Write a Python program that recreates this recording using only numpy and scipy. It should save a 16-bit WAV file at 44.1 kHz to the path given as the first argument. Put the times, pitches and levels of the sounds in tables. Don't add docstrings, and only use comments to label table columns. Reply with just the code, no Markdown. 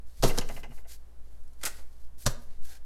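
import sys
import numpy as np
from scipy import signal
from scipy.fft import rfft, irfft
from scipy.io import wavfile
from scipy.ndimage import uniform_filter1d

SR = 44100
rng = np.random.default_rng(int(sys.argv[2]) if len(sys.argv) > 2 else 0)


def bounce(signal):
    frames = np.transpose(np.atleast_2d(signal))
    limited = np.clip(frames, -1, 1)
    pcm = np.round(limited * 32767).astype(np.int16)
    wavfile.write(sys.argv[1], SR, pcm)


N = 125685
T = np.arange(N) / SR
HZ = np.fft.rfftfreq(4096, 1 / SR)
OCTAVES = np.log2(np.maximum(HZ, 100) / 4000)


def amp(db):
    return 10 ** (np.asarray(db) / 20)


def curve(points, hz=HZ):
    point_hz, value = np.transpose(points)
    return np.interp(np.log(hz + 1), np.log(point_hz + 1), value)


def add(mix, start, sound):
    part = mix[max(round(start * SR), 0):][:len(sound)]
    part += sound[:len(part)]


def colour(x, db):
    log_gain = np.log(amp(np.maximum(db - db.max(), -100)))
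    mirrored = np.r_[log_gain, log_gain[-2:0:-1]]
    response = np.exp(np.conj(signal.hilbert(mirrored)))
    taps = np.fft.ifft(response).real
    return signal.fftconvolve(x, taps / np.linalg.norm(taps))[:len(x)]


def resonances(rows):
    power = sum(amp(db) ** 2 / (1 + ((HZ - hz) / width) ** 2) ** 2 for hz, width, db in rows)
    return 10 * np.log10(power)


def burst(db, rise, decay, size=16384):
    t = T[:size]
    level = amp(db) * np.minimum(t / rise, 1) * np.exp(-np.maximum(t - rise, 0) / decay)
    return level * rng.choice([-1., 1.], size)


def grains(per_s, spread_db, size):
    clicks = rng.choice([-1., 1.], size) * (rng.random(size) < per_s / SR)
    clicks *= amp(spread_db * np.minimum(rng.exponential(1, size), 4))
    return clicks / (clicks.std() + 1e-12)


def ringing(tones, rise):
    t = T[:SR // 2]
    ring = sum(amp(db - 60 * t / fade) * np.sin(2 * np.pi * hz * t) for hz, db, fade in tones)
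    return ring * np.minimum(t / rise, 1)


# (frequency [Hz], relative level [dB])
ROOM_TONE = [(8, 27), (14, 14), (22, -15.5), (36, 0), (46, -15), (80, -14.5), (130, -24.5), (240, -25),
             (330, -32), (430, -28.5), (800, -33.5), (1500, -38), (2300, -44.5), (6000, -47.5),
             (12000, -46.5), (16000, -57.5)]
HISS_DB, HUM_HZ, HUM_DB = -68, 56.8, -53


def background():
    hz = np.fft.rfftfreq(N, 1 / SR)
    spectrum = rfft(rng.standard_normal(N)) * amp(curve(ROOM_TONE, hz))
    hiss_level = irfft(spectrum * (hz > 200), N).std()
    hum = amp(HUM_DB) * np.sqrt(2) * np.sin(2 * np.pi * HUM_HZ * T)
    return amp(HISS_DB) * irfft(spectrum, N) / hiss_level + hum


# (frequency [Hz], time to fade by 60 dB [s])
ECHO_FADE = [(100, 1), (500, 0.5), (1500, 0.48), (5000, 0.32), (10000, 0.27), (16000, 0.22)]
TAIL_DB, TAIL_RISE_S, EARLY_DB, EARLY_DECAY_S = -13.5, 0.0066, -20, 0.011


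def room_echo(x):
    t = T[:SR // 2]
    hz, times, spectrum = signal.stft(grains(4000, 0, len(t)), SR, nperseg=256)
    fade = amp(-60 * times / curve(ECHO_FADE, hz)[:, None])
    tail = signal.istft(spectrum * fade, SR, nperseg=256)[1][:len(t)]
    tail *= np.minimum(t / TAIL_RISE_S, 1)
    early = grains(2500, 0, len(t)) * np.exp(-t / EARLY_DECAY_S) * (t > .0015)
    echo = amp(TAIL_DB) * tail / np.linalg.norm(tail) + amp(EARLY_DB) * early / np.linalg.norm(early)
    return signal.fftconvolve(x, echo)[:N]


# (time [s], level [dB], frequency [Hz], decay [s])
TABLE_SWINGS = [(0.238, -14, 13.6, 0.19), (2.266, -18.5, 14.4, 0.058)]


def table_sway():
    out = np.zeros(N)
    for start, db, hz, decay in TABLE_SWINGS:
        add(out, start, -amp(db) * np.exp(-T / decay) * np.sin(2 * np.pi * hz * T))
    return out


# (middle time [s], half-length [s], level [dB])
HAND_LEANS = [(0.535, 0.1, -49.5), (0.671, 0.079, -51), (1.642, 0.097, -58.5), (2.38, 0.083, -56),
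              (2.6, 0.11, -62)]
# (frequency [Hz], half-width [Hz], relative level [dB])
DRONE_PEAKS = [(123.8, 14, -2.5), (237.3, 18.7, -7), (398, 27.5, -18)]


def table_drone():
    level = sum(amp(db) * np.cos(np.pi / 2 * np.clip((T - middle) / half_length, -1, 1)) ** 2
                for middle, half_length, db in HAND_LEANS)
    return colour(level * rng.standard_normal(N), resonances(DRONE_PEAKS))


# (start [s], end [s], level [dB], treble tilt [dB/octave], sheet flutter [dB])
RUBS = [(0.044, 0.184, -68, -1.5, -21), (0.137, 0.275, -60, -1.5, -29), (0.247, 0.326, -36.5, -1, 0),
        (0.304, 0.44, -48, -2, 14), (0.439, 0.628, -54.5, -0.5, 1), (0.683, 0.834, -62.5, .5, -3),
        (0.867, 0.973, -49, -1, -6), (0.948, 1.42, -70, -9, -16), (1.205, 1.61, -76, -1, -12),
        (1.573, 1.67, -61.5, -2.5, -4), (1.674, 1.849, -59, -2, -22), (1.795, 2.11, -72, -2, -17),
        (2.174, 2.27, -50, 1, -9), (2.275, 2.341, -49.5, 5, -11), (2.372, 2.49, -65, 0, 5),
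        (2.439, 2.608, -68, -6, -9), (2.61, 2.73, -56, -1, 0), (2.667, 2.794, -54, -3, 4)]
# (frequency [Hz], relative level [dB])
RUB_TONE = [(150, -21), (700, -7.5), (1200, -17), (1900, -5), (2900, -5), (4300, 1.5), (7000, 1.5),
            (9500, 0.5), (12500, 2.5), (16000, -13.5)]
RUB_FADE_S, WAVER_DB, SHEET_HZ, SHEET_WIDTH_HZ = 0.074, -1.75, 1570, 160


def fingers_and_sleeve():
    out, t = np.zeros(N), T[:SR // 2]
    for start, end, db, tilt_db, sheet_db in RUBS:
        swell = np.sin(np.pi / 2 * np.clip(np.minimum(t, end - start - t) / RUB_FADE_S, 0, 1))
        waver = uniform_filter1d(rng.standard_normal(len(t)), size=400)
        level = swell * amp(db + WAVER_DB * waver / waver.std())
        rub = level * grains(per_s=16000, spread_db=3, size=len(t))
        tone = amp(curve(RUB_TONE) + tilt_db * OCTAVES)
        flutter = amp(resonances([(SHEET_HZ, SHEET_WIDTH_HZ, sheet_db)]))
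        add(out, start, colour(rub, 20 * np.log10(tone + flutter)))
    return out


# (time [s], tick level [dB], clunk level [dB])
KNOCKS = [(0.294, -37, -35.5), (0.412, -39, -43), (0.488, -42.5, -38.5), (0.564, -45.5, -44.5),
          (0.632, -44, -44), (0.708, -56.5, -53), (0.775, -57.5, -54.5), (0.844, -64, -58)]
# (frequency [Hz], half-width [Hz], relative level [dB])
TICK_PEAKS = [(730, 330, 1), (1420, 200, -14), (1810, 56, -5), (2100, 157, -5.5), (2560, 250, -6.5),
              (2746, 310, 0)]
CLUNK_PEAKS = [(504, 130, -4), (685, 143, 2), (920, 230, -7), (1550, 280, -9.5), (2030, 270, -10.5)]
# (frequency [Hz], relative level [dB], time to fade by 60 dB [s])
OBJECT_TONES = [(1560, -4, 0.066), (1760, -6, 0.054), (2045, -2, 0.096), (2580, -11, .04),
                (2838, -2, 0.065), (2897, -9.5, 0.044)]
TICK_HISS_DB, RING_DB, BOUNCE_S, BOUNCE_DB, CLUNK_DELAY_S = -23, -5.5, .0085, -2.5, .009


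def rocking_object():
    out = np.zeros(N)
    tick_tone = 20 * np.log10(amp(resonances(TICK_PEAKS)) + amp(TICK_HISS_DB + curve(SMACK_TONE)))
    ring = amp(RING_DB) * ringing(OBJECT_TONES, rise=0.00059)
    for start, tick_db, clunk_db in KNOCKS:
        add(out, start, colour(burst(tick_db, rise=0.0008, decay=0.012), tick_tone))
        add(out, start, amp(tick_db) * ring)
        add(out, start + BOUNCE_S * rng.uniform(0.59, 1.2), amp(tick_db + BOUNCE_DB) * ring)
        clunk = burst(clunk_db, rise=0.0022, decay=0.013)
        add(out, start + CLUNK_DELAY_S, colour(clunk, resonances(CLUNK_PEAKS)))
    return out


# (time [s], level [dB], decay [s], treble tilt [dB/octave])
TUGS = [(1.613, -52.5, 0.069, -1), (1.633, -34.5, 0.0087, 0.5), (1.641, -34.5, 0.011, -3),
        (1.6527, -24, 0.0055, 3.5), (1.658, -26.5, 0.015, 1.5), (1.667, -34.5, 0.012, -2.5),
        (1.786, -51.5, 0.025, -6)]
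# (frequency [Hz], relative level [dB])
GLUE_TONE = [(100, -11), (280, -9.5), (570, -1), (850, 1), (1200, -0.5), (1430, 6.5), (1650, -3),
             (2000, 4.5), (2800, -4.5), (4500, -1.5), (8000, 0.5), (12500, -6), (16000, -23)]


def glue_peel():
    out, t = np.zeros(N), T[:SR // 4]
    for start, db, decay, tilt_db in TUGS:
        tug = amp(db) * np.exp(-t / decay) * grains(per_s=6000, spread_db=-2, size=len(t))
        add(out, start, colour(tug, curve(GLUE_TONE) + tilt_db * OCTAVES))
    return out


# (time [s], level [dB], decay [s], centre frequency [Hz])
CRACKS = [(0.2246, -28.5, 0.0066, 4170), (0.2374, -23, 0.0042, 3900), (0.251, -36, 0.003, 5800),
          (0.273, -38, 0.0054, 6000), (0.343, -51, .002, 12000), (0.3853, -19.5, 0.00067, 5470),
          (0.4115, -42, 0.0031, 7000), (0.4886, -42.5, 0.0048, 7070), (0.631, -56.5, 0.019, 5800),
          (1.438, -64, 0.0015, 8900), (1.478, -59, 0.0022, 6900), (1.533, -60, 0.0044, 9050),
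          (1.636, -24.5, 0.0013, 3460), (2.2574, -35, 0.012, 5850), (2.263, -23.5, 0.0084, 6240)]
SNAP_WIDTH_OCTAVES, SNAP_HISS_DB = 0.32, -5


def paper_snaps():
    out = np.zeros(N)
    for start, db, decay, hz in CRACKS:
        peak = np.exp(-.5 * (np.log2((HZ + 1) / hz) / SNAP_WIDTH_OCTAVES) ** 2)
        tone = 20 * np.log10(peak + amp(SNAP_HISS_DB + curve(SMACK_TONE)))
        add(out, start, colour(burst(db, rise=0.0006, decay=decay), tone))
    return out


# (peak time [s], level [dB], rise [s], decay [s])
WHOOSHES = [(0.246, -26, 0.0054, 0.055), (2.265, -32.5, 0.0082, 0.022)]
# (frequency [Hz], relative level [dB])
WHOOSH_TONE = [(20, 4), (70, -8.5), (120, 2.5), (170, -11), (220, -1), (320, -15), (900, -29.5),
               (4000, -69)]


def air_puffs():
    level = sum(amp(db) * np.exp(-np.maximum((peak - T) / rise, (T - peak) / decay))
                for peak, db, rise, decay in WHOOSHES)
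    return colour(level * rng.standard_normal(N), curve(WHOOSH_TONE))


# (time [s], level [dB], frequency [Hz], decay [s])
MAT_THUMPS = [(0.238, -18, 124, 0.022), (0.2325, -27, 270, 0.021), (0.2, -26, 33, 0.061),
              (2.2625, -22, 116, 0.0166), (2.2635, -24.5, 205, 0.0115), (2.259, -27, 34.5, 0.038)]
THUMP_RISE_S = 0.0045


def palm_thumps():
    out = np.zeros(N)
    for start, db, hz, decay in MAT_THUMPS:
        level = amp(db) * np.minimum(T / THUMP_RISE_S, 1) * np.exp(-T / decay)
        add(out, start, level * np.sin(2 * np.pi * hz * T))
    return out


# (time [s], smack level [dB], smack decay [s], thud level [dB],
# pop frequency [Hz], pop level [dB], pop half-width [Hz])
LANDINGS = [(0.2312, -25, 0.0088, -26.5, 469, -19, 99), (0.2369, -26.5, 0.0069, -40, 670, -18.5, 70),
            (0.2424, -31, 0.036, -28, 420, -16.5, 79.5), (0.376, -31, .012, -43, 425, -28.5, 133),
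            (0.3849, -24.5, 0.0049, -41.5, 198, -30.5, 78), (2.263, -23, 0.0097, -35, 1180, -30.5, 70),
            (2.266, -38, 0.016, -50.5, 555, -28.5, 57.3)]
# (frequency [Hz], relative level [dB])
SMACK_TONE = [(100, 0), (500, 3.5), (1200, 7.5), (2600, -2.5), (4200, 2.5), (6500, 1), (9000, -4),
              (12500, -4), (16000, -27)]
# (frequency [Hz], relative level [dB], time to fade by 60 dB [s])
TABLE_TONES = [(121.2, 1, 0.18), (240.4, -20.5, .3), (294, -15, 0.2), (381.4, -11, 0.23), (527, -23, .16),
               (707, -3.5, 0.065), (726, -12, 0.1), (921, -9, 0.15), (1077, -26, 0.09), (1150, -21, 0.22),
               (1215, -15, 0.46), (1314, -16, .26), (1530, -21, 0.23)]


def hand_slaps():
    out = np.zeros(N)
    for start, smack_db, decay, thud_db, pop_hz, pop_db, pop_width in LANDINGS:
        smack = burst(smack_db, rise=0.00056, decay=decay)
        pop = burst(pop_db, rise=0.0029, decay=0.0048)
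        add(out, start, colour(smack, curve(SMACK_TONE)))
        add(out, start, colour(pop, resonances([(pop_hz, pop_width, 0)])))
        add(out, start, amp(thud_db) * ringing(TABLE_TONES, rise=.002))
    return out


def scene():
    crisp = hand_slaps() + paper_snaps() + glue_peel() + rocking_object() + fingers_and_sleeve()
    echo = room_echo(crisp)
    deep = palm_thumps() + air_puffs() + table_drone() + table_sway()
    return (crisp + echo + deep + background())[None]


def record(dry):
    low_pass = signal.firwin(511, cutoff=16150, window=("kaiser", 9), fs=SR)
    return signal.oaconvolve(dry, low_pass[None], "same")


dry = scene()
out = record(dry)
bounce(out)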